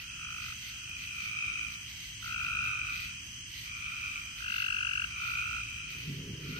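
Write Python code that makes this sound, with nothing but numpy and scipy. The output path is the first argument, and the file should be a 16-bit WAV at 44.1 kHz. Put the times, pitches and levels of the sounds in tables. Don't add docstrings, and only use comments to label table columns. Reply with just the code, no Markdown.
import sys
import numpy as np
from scipy import signal
from scipy.fft import rfft, irfft, next_fast_len
from scipy.io import wavfile
from scipy.ndimage import uniform_filter1d, map_coordinates

SR = 44100
rng = np.random.default_rng(int(sys.argv[2]) if len(sys.argv) > 2 else 0)


def unload_wav(signal):
    wavfile.write(
        sys.argv[1],
        SR,
        np.round(np.clip(np.atleast_2d(signal).T, -1, 1) * 32767).astype(np.int16),
    )


def ratio_of_db(decibels):
    return 10 ** (np.asarray(decibels, float) / 20)


N = 290619
T = np.arange(N) / SR

# (frequency [Hz], level per Hz [dB])
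AIR_SPECTRUM = [(240, -26), (400, -31), (994, -21), (2580, -6.5), (2830, -0.5), (3100, -5.5), (3550, -22),
                (6130, -12), (7030, -22), (8180, -24.5), (9370, -22), (11900, -25.5), (15000, -23)]
# (frequency [Hz], level per Hz [dB])
HUM_SPECTRUM = [(15, -38), (27, -16), (55, 3), (114, 1), (141, -8), (166, -5), (339, -16.5), (425, -33.5),
                (500, -52), (650, -80), (1100, -120)]
# (frequency [Hz], level over the hum [dB])
ENGINE_NOTES = [(119, -7), (156, -12.5)]
# (nearest time [s], half length [s], level [dB])
VEHICLES = [
    (.6, 0.38, -56.5),
    (1.6, 0.42, -56),
    (2.65, 0.4, -52),
    (3.85, 0.41, -57),
    (4.95, 0.52, -56),
    (5.8, 0.43, -55),
]
# (pitch [Hz], pitch spread [Hz], pulse rate [1/s], pulse length [ms], level [dB],
# left over right [dB])
CRICKET_KINDS = [(3128, 66.7, 48, 5.6, -50, -1), (4980, 20, 77, 3.6, -63, -11.5),
                 (6144, 120, 82, 2.86, -52.5, -2.5), (8160, 282, 91, 5.1, -59.5, -1.5)]
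# (start [s], length [s], overtone level [dB], fundamental level [dB], overtone pitch [Hz])
FAR_TRILLS = [(-.1, 0.57, -47.5, -57, 2594), (0.538, 0.51, -49.5, -59, 2590),
              (0.804, 0.25, -44, -62.5, 2480), (1.067, 0.59, -38, -52, 2432),
              (1.294, 0.21, -37, -54.5, 2437), (2.26, 0.45, -38, -48.5, 2470), (2.428, .5, -37, -45, 2488),
              (2.715, 0.37, -44, -61, 2530), (3.624, 0.56, -41, -53, 2427), (3.803, 0.32, -43, -51, 2580),
              (4.256, 0.53, -48, -55.5, 2590), (4.6, 0.7, -46.5, -56, 2410),
              (5.089, 0.32, -37, -47.5, 2474), (5.273, 0.37, -39.5, -54, 2480),
              (5.63, 0.31, -43, -56.5, 2507), (5.898, 0.11, -47, -69, 2520),
              (6.39, 0.27, -47.5, -54.5, 2450)]
# (pulse rate [1/s], pitch ratio [1], left delay [ms])
FAR_SINGERS = [(52, .985, -.35), (48.5, 1.01, .1), (55, .995, -.3), (53.5, 1.015, -.15)]
# (middle [s], half length [s], level [dB])
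KATYDID_BURSTS = [(0, 0.036, -48), (.47, 0.077, -47.5), (.67, 0.057, -47), (1.03, .04, -49),
                  (1.23, 0.064, -49), (1.55, 0.17, -63), (1.72, 0.022, -51), (1.93, 0.057, -50.5),
                  (2.04, 0.078, -49), (2.27, 0.054, -47.5), (2.46, 0.046, -50.5), (2.66, 0.041, -52),
                  (3.0, 0.076, -45), (3.3, 0.022, -77), (3.6, 0.07, -46), (4.0, 0.21, -55),
                  (4.4, 0.028, -48.5), (4.58, 0.073, -44), (4.75, 0.017, -57), (5.1, 0.028, -54),
                  (5.3, 0.078, -46.5), (5.55, .1, -53.5), (5.92, 0.027, -50.5), (6.07, 0.097, -50.5),
                  (6.5, 0.06, -49.5), (6.58, 0.042, -51)]
# (frequency [Hz], level per Hz [dB])
WING_SPECTRUM = [(1500, -74), (1950, 6.5), (2400, 4), (3700, -0.5), (4500, 2), (5500, -6.5), (7000, -28),
                 (8500, -30), (10500, -19), (12300, -10.5), (14300, -9.5)]
# (first pulse [s], last even pulse [s], left fundamental [dB], right fundamental [dB])
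NEAR_TRILLS = [
    (0.178, 0.506, -42, -40),
    (2.23, 2.664, -33, -33),
    (4.407, 5.024, -35, -28.5),
    (5.187, 5.586, -34, -33),
    (6.535, 6.621, -39, -46),
]
NEAR_PULSES = [18, 26, 31, 24, 6]
# (pitch [Hz], pulse length [ms], pitch climb [1/ms], left overtone [dB],
# right overtone [dB], left delay [ms])
NEAR_VOICES = [(1362, 2.5, 0.029, 6.5, 4.5, -0.14), (1406, 2.46, 0.018, 4.5, -3.5, -0.17),
               (1487, 2.58, 0.031, 13.5, -3, -0.26), (1395, 2.5, 0.016, -24, 2, -0.19),
               (1420, 5.6, 0.0052, -16, -1, -0.24)]
# (time [s], peak level [dB], left over right [dB])
TWIG_SNAPS = [(0.7794, -54, -17), (0.8944, -46, -9), (0.9794, -53, -14), (2.5581, -50.5, -2.5),
              (3.266, -48, -4), (4.2552, -48.5, -9), (5.6994, -48, -2.0), (5.9194, -47, -0.5),
              (6.468, -61, 5)]
# (frequency [Hz], level per Hz [dB])
WIND_SPECTRUM = [(15, -31), (25, -12), (157, 1.5), (220, -16), (269, -7), (361, -13.5), (402, -9.5),
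                 (734, -41), (1000, -36), (1300, -64), (2200, -120)]
# (frequency [Hz], level per Hz [dB])
GUST_SPECTRUM = [(90, -19), (152, 1.5), (200, -11), (290, -17), (420, -25.5)]
# (middle [s], level [dB])
WIND_GUSTS = [
    (6.105, -37),
    (6.19, -45),
    (6.312, -38),
    (6.51, -40),
    (6.6, -42),
]
# (frequency [Hz], level over the band's usual level [dB])
KEEP_LEVELS = [(330, -20), (430, 1.5), (560, 3), (900, 2), (1080, -20), (3380, -20), (3480, 1.5),
               (3620, 1.5), (3750, -8), (4600, -11), (6800, -14), (7050, 3), (7350, 3), (7600, -14),
               (9000, -14), (9400, 3.5), (11200, 3), (11900, -5), (12800, -1.5), (14600, -1)]


def unit(x):
    return x / np.sqrt(np.mean(x ** 2) + 1e-20)


def wobble(rate):
    coarse = T[::32]
    points = rng.standard_normal(int(N * rate / SR) + 4)
    return np.interp(T, coarse, map_coordinates(points, [coarse * rate]))


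def noise(spectrum, alike):
    size = next_fast_len(N)
    below = [(spectrum[0][0] / 2, -120)]
    above = [(spectrum[-1][0] * 1.24, -120)]
    hz, db = np.transpose(below + list(spectrum) + above)
    gain = ratio_of_db(np.interp(np.log(np.fft.rfftfreq(size, 1 / SR) + 1), np.log(hz), db))
    mid, side = irfft(rfft(rng.standard_normal((2, size))) * gain, size)[:, :N]
    angle = np.arccos(np.clip(alike, -1, 1)) / 2
    mid, side = np.cos(angle) * mid, np.sin(angle) * side
    return unit(np.array([mid + side, mid - side]))


def bells(rows, floor_db):
    middle, half, db = np.transpose(rows)[..., None]
    swells = ratio_of_db(db) ** 2 * np.exp(-((T - middle) / half) ** 2)
    return np.sqrt(ratio_of_db(floor_db) ** 2 + np.sum(swells, axis=0))


def ports(x, lag_ms):
    return np.array([np.roll(x, round(lag_ms * SR / 1000)), x])


def chirp(tau, hz, ms, glide, lead_ms=0):
    bell = np.exp(-.5 * ((1000 * tau + lead_ms) / ms) ** 2)
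    return bell * np.sin(2 * np.pi * hz * tau * (1 + 500 * glide * tau))


def train(rate, jitter):
    speed = rate * (1 + jitter * wobble(4))
    cycle = np.cumsum(speed) / SR + rng.random()
    nearest = np.round(cycle)
    return (cycle - nearest) / speed, nearest.astype(int)


def woods(x, t60):
    t = np.arange(SR // 2) / SR
    tail = rng.standard_normal((2, len(t))) * ratio_of_db(-60 * t / t60) * (t > .004)
    return signal.fftconvolve(x, tail / np.linalg.norm(tail[0]), axes=1)[:, :N]


def even_out(x):
    return x / np.sqrt(np.abs(uniform_filter1d(np.mean(x ** 2, 0), size=SR // 5)))


def low_ports(x):
    lead = 11
    left = np.pad(x[0, lead:], (0, lead), "edge")
    return ratio_of_db([[-.4], [.4]]) * np.array([left, x[1]])


def night_air():
    return ratio_of_db(-49.5) * noise(AIR_SPECTRUM, alike=0.18)


def far_traffic():
    level = bells(VEHICLES, floor_db=-56.5) * ratio_of_db(0.57 * wobble(5.6))
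    hum = noise(HUM_SPECTRUM, alike=0.94)
    for hz, db in ENGINE_NOTES:
        loudness = ratio_of_db(db + 2.9 * wobble(6))
        hum = hum + loudness * np.sin(2 * np.pi * np.cumsum(hz + 4 * wobble(8)) / SR)
    return low_ports(level * hum)


def crickets():
    out = np.zeros((2, N))
    for hz, spread_hz, rate, ms, db, pan_db in CRICKET_KINDS:
        song = np.zeros((2, N))
        for place, luck in zip(np.linspace(-1.5, 1.5, num=5), rng.standard_normal((5, 2))):
            tau, k = train(rate * (1 + .02 * luck[0]), jitter=.03)
            tau = tau + 0.000402 * rng.standard_normal(k[-1] + 1)[k]
            strokes = chirp(tau, hz + spread_hz * place, ms / 2, glide=-0.004)
            song += ports(ratio_of_db(1.03 * wobble(3.39)) * strokes, .3 * luck[1])
        fade_db = -.9 * hz / 1000 * np.clip((T - 5.7) / .5, 0, 1)
        level = ratio_of_db(db + fade_db + np.c_[[pan_db, -pan_db]] / 2)
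        out += level * unit(song + ratio_of_db(6.0) * woods(song, t60=0.61))
    return out


def frog_chorus():
    swell_s, die_s = .075, 0.056
    start, length, high_db, low_db, trill_hz = np.transpose(FAR_TRILLS)[..., None]
    rise = (1 - np.exp(-np.clip(T - start, 0, None) / swell_s)) ** 2
    power = rise * np.exp(-np.clip(T - start - length, 0, None) / die_s)
    high_each = ratio_of_db(high_db) ** 2 * power
    pond_power, pond_hz = ratio_of_db(-59) ** 2, 2530
    high_power = pond_power + np.sum(high_each, axis=0)
    low_power = ratio_of_db(-74) ** 2 + np.sum(ratio_of_db(low_db) ** 2 * power, axis=0)
    high_hz = (pond_power * pond_hz + np.sum(high_each * trill_hz, axis=0)) / high_power
    low, high = np.zeros((2, 2, N))
    for turn, (rate, ratio, lag_ms) in enumerate(FAR_SINGERS):
        lead = np.sum(high_each[turn::len(FAR_SINGERS)], axis=0) / high_power
        tau, k = train(rate, jitter=.03)
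        hz = ratio * high_hz[np.searchsorted(k, k)]
        luck_db = 3 * wobble(2.5) + 1.5 * rng.standard_normal(k[-1] + 1)[k]
        size = np.sqrt(lead + .12) * ratio_of_db(luck_db)
        overtone = chirp(tau, hz, ms=1.4, glide=.02)
        overtone += ratio_of_db(-24) * chirp(tau, 1.536 * hz, ms=2.1, glide=0.019)
        high += ports(size * overtone, lag_ms)
        low += ports(size * chirp(tau, .55 * hz, ms=1.5, glide=.03), lag_ms)
    high = even_out(high + ratio_of_db(-2) * woods(high, t60=0.31))
    low = even_out(low + ratio_of_db(1.5) * woods(low, t60=0.23))
    high = np.sqrt(high_power) * ratio_of_db([[.6], [-.6]]) * high
    return high + np.sqrt(low_power) * ratio_of_db([[-.8], [.8]]) * low


def katydids():
    bursts = bells(KATYDID_BURSTS, floor_db=-59.5)
    grain = ratio_of_db(1.48 * wobble(120) + np.c_[[-1.1, 1.1]])
    return bursts * grain * noise(WING_SPECTRUM, alike=0.029)


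def near_frogs():
    out = np.zeros((2, N))
    for trill, voice, count in zip(NEAR_TRILLS, NEAR_VOICES, NEAR_PULSES):
        first, last, *db = trill
        hz, ms, glide, *over_db, lag_ms = voice
        u = np.arange(count + 1) / (count - 1)
        at = first + (last - first) * (u + .04 * u * (u - 1)) + 0.00171 * (u > 1)
        k = np.searchsorted((at[1:] + at[:-1]) / 2, T)
        luck = .6 * rng.standard_normal((3, count + 1))
        tau = T - (at + 0.00012 * luck[0])[k]
        swell_db = -7 * np.exp(-u / 0.087)
        first_tone = chirp(tau, hz, ms, glide)
        second = chirp(tau, 1.977 * hz, 0.83 * ms, 0.63 * glide, lead_ms=3.9)
        third = ratio_of_db(-19) * chirp(tau, 2.9 * hz, .75 * ms, .5 * glide)
        low = ratio_of_db(swell_db + luck[1])[k] * first_tone + ratio_of_db(2.2 * swell_db)[k] * third
        high = ratio_of_db(2.6 * swell_db + luck[2])[k] * second
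        out += ratio_of_db(np.c_[db]) * (ports(low, lag_ms) + ratio_of_db(np.c_[over_db]) * ports(high, lag_ms))
    return out + ratio_of_db(-13.5) * woods(out, t60=0.4)


def twigs():
    out, t = np.zeros((2, N + 400)), np.arange(400) / SR
    for s, db, pan_db in TWIG_SNAPS:
        snap = np.diff(rng.standard_normal(len(t) + 1)) * ratio_of_db(-60 * t / 0.0079)
        snap += ratio_of_db(-7.5) * np.sin(2 * np.pi * 620 * t) * ratio_of_db(-60 * t / .008)
        start = round(s * SR)
        out[:, start:start + len(t)] += ratio_of_db(db + 1 + np.c_[[pan_db, -pan_db]] / 2) * snap
    return out[:, :N]


def wind():
    from_s, rise_s, gust_half_s = 5.687, 0.51, 0.022
    rise = np.clip((T - from_s) / rise_s, 0, 1) ** 2 * ratio_of_db(-45.5)
    breeze = rise * ratio_of_db(1.2 * wobble(25)) * noise(WIND_SPECTRUM, alike=1.0)
    swells = bells([(s, gust_half_s, db) for s, db in WIND_GUSTS], floor_db=-87.5)
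    return low_ports(breeze + swells * noise(GUST_SPECTRUM, alike=1.0))


def scene():
    singers = crickets() + frog_chorus() + katydids() + near_frogs()
    return night_air() + far_traffic() + singers + twigs() + wind()


def thinned(x):
    hz, _, z = signal.stft(x, SR, nperseg=2048)
    size = np.abs(z).mean(0)
    fine = uniform_filter1d(size, size=3, axis=0)
    wide = uniform_filter1d(size, size=9, axis=0)
    band = np.where(hz[:, None] < 1200, fine, wide)
    usual = np.median(band, axis=1, keepdims=True)
    over = ratio_of_db(np.interp(hz, *np.transpose(KEEP_LEVELS)))[:, None]
    faint = over * usual + ratio_of_db(-112)
    masked = ratio_of_db(-19) * uniform_filter1d(size, size=90, axis=0) * (hz > 3300)[:, None]
    luck = rng.standard_normal((len(hz) // 14 + 1, z.shape[2]))
    luck = np.repeat(luck, 14, axis=0)[:len(hz)]
    luck = luck + .6 * rng.standard_normal(z.shape[2])
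    luck = unit(uniform_filter1d(luck, size=3, axis=1))
    keep = band > ratio_of_db(2.6 * luck) * np.maximum(faint, masked)
    treble_cut = np.where(hz < 14620, 1, ratio_of_db(-47))[:, None]
    return signal.istft(z * keep * treble_cut, SR, nperseg=2048)[1][:, :N]


def roll_off(x):
    return signal.sosfilt(signal.butter(12, 15760, fs=SR, output="sos"), x)


def record(dry):
    mix = thinned(dry)
    return roll_off(mix)


dry = scene()
out = record(dry)
unload_wav(out)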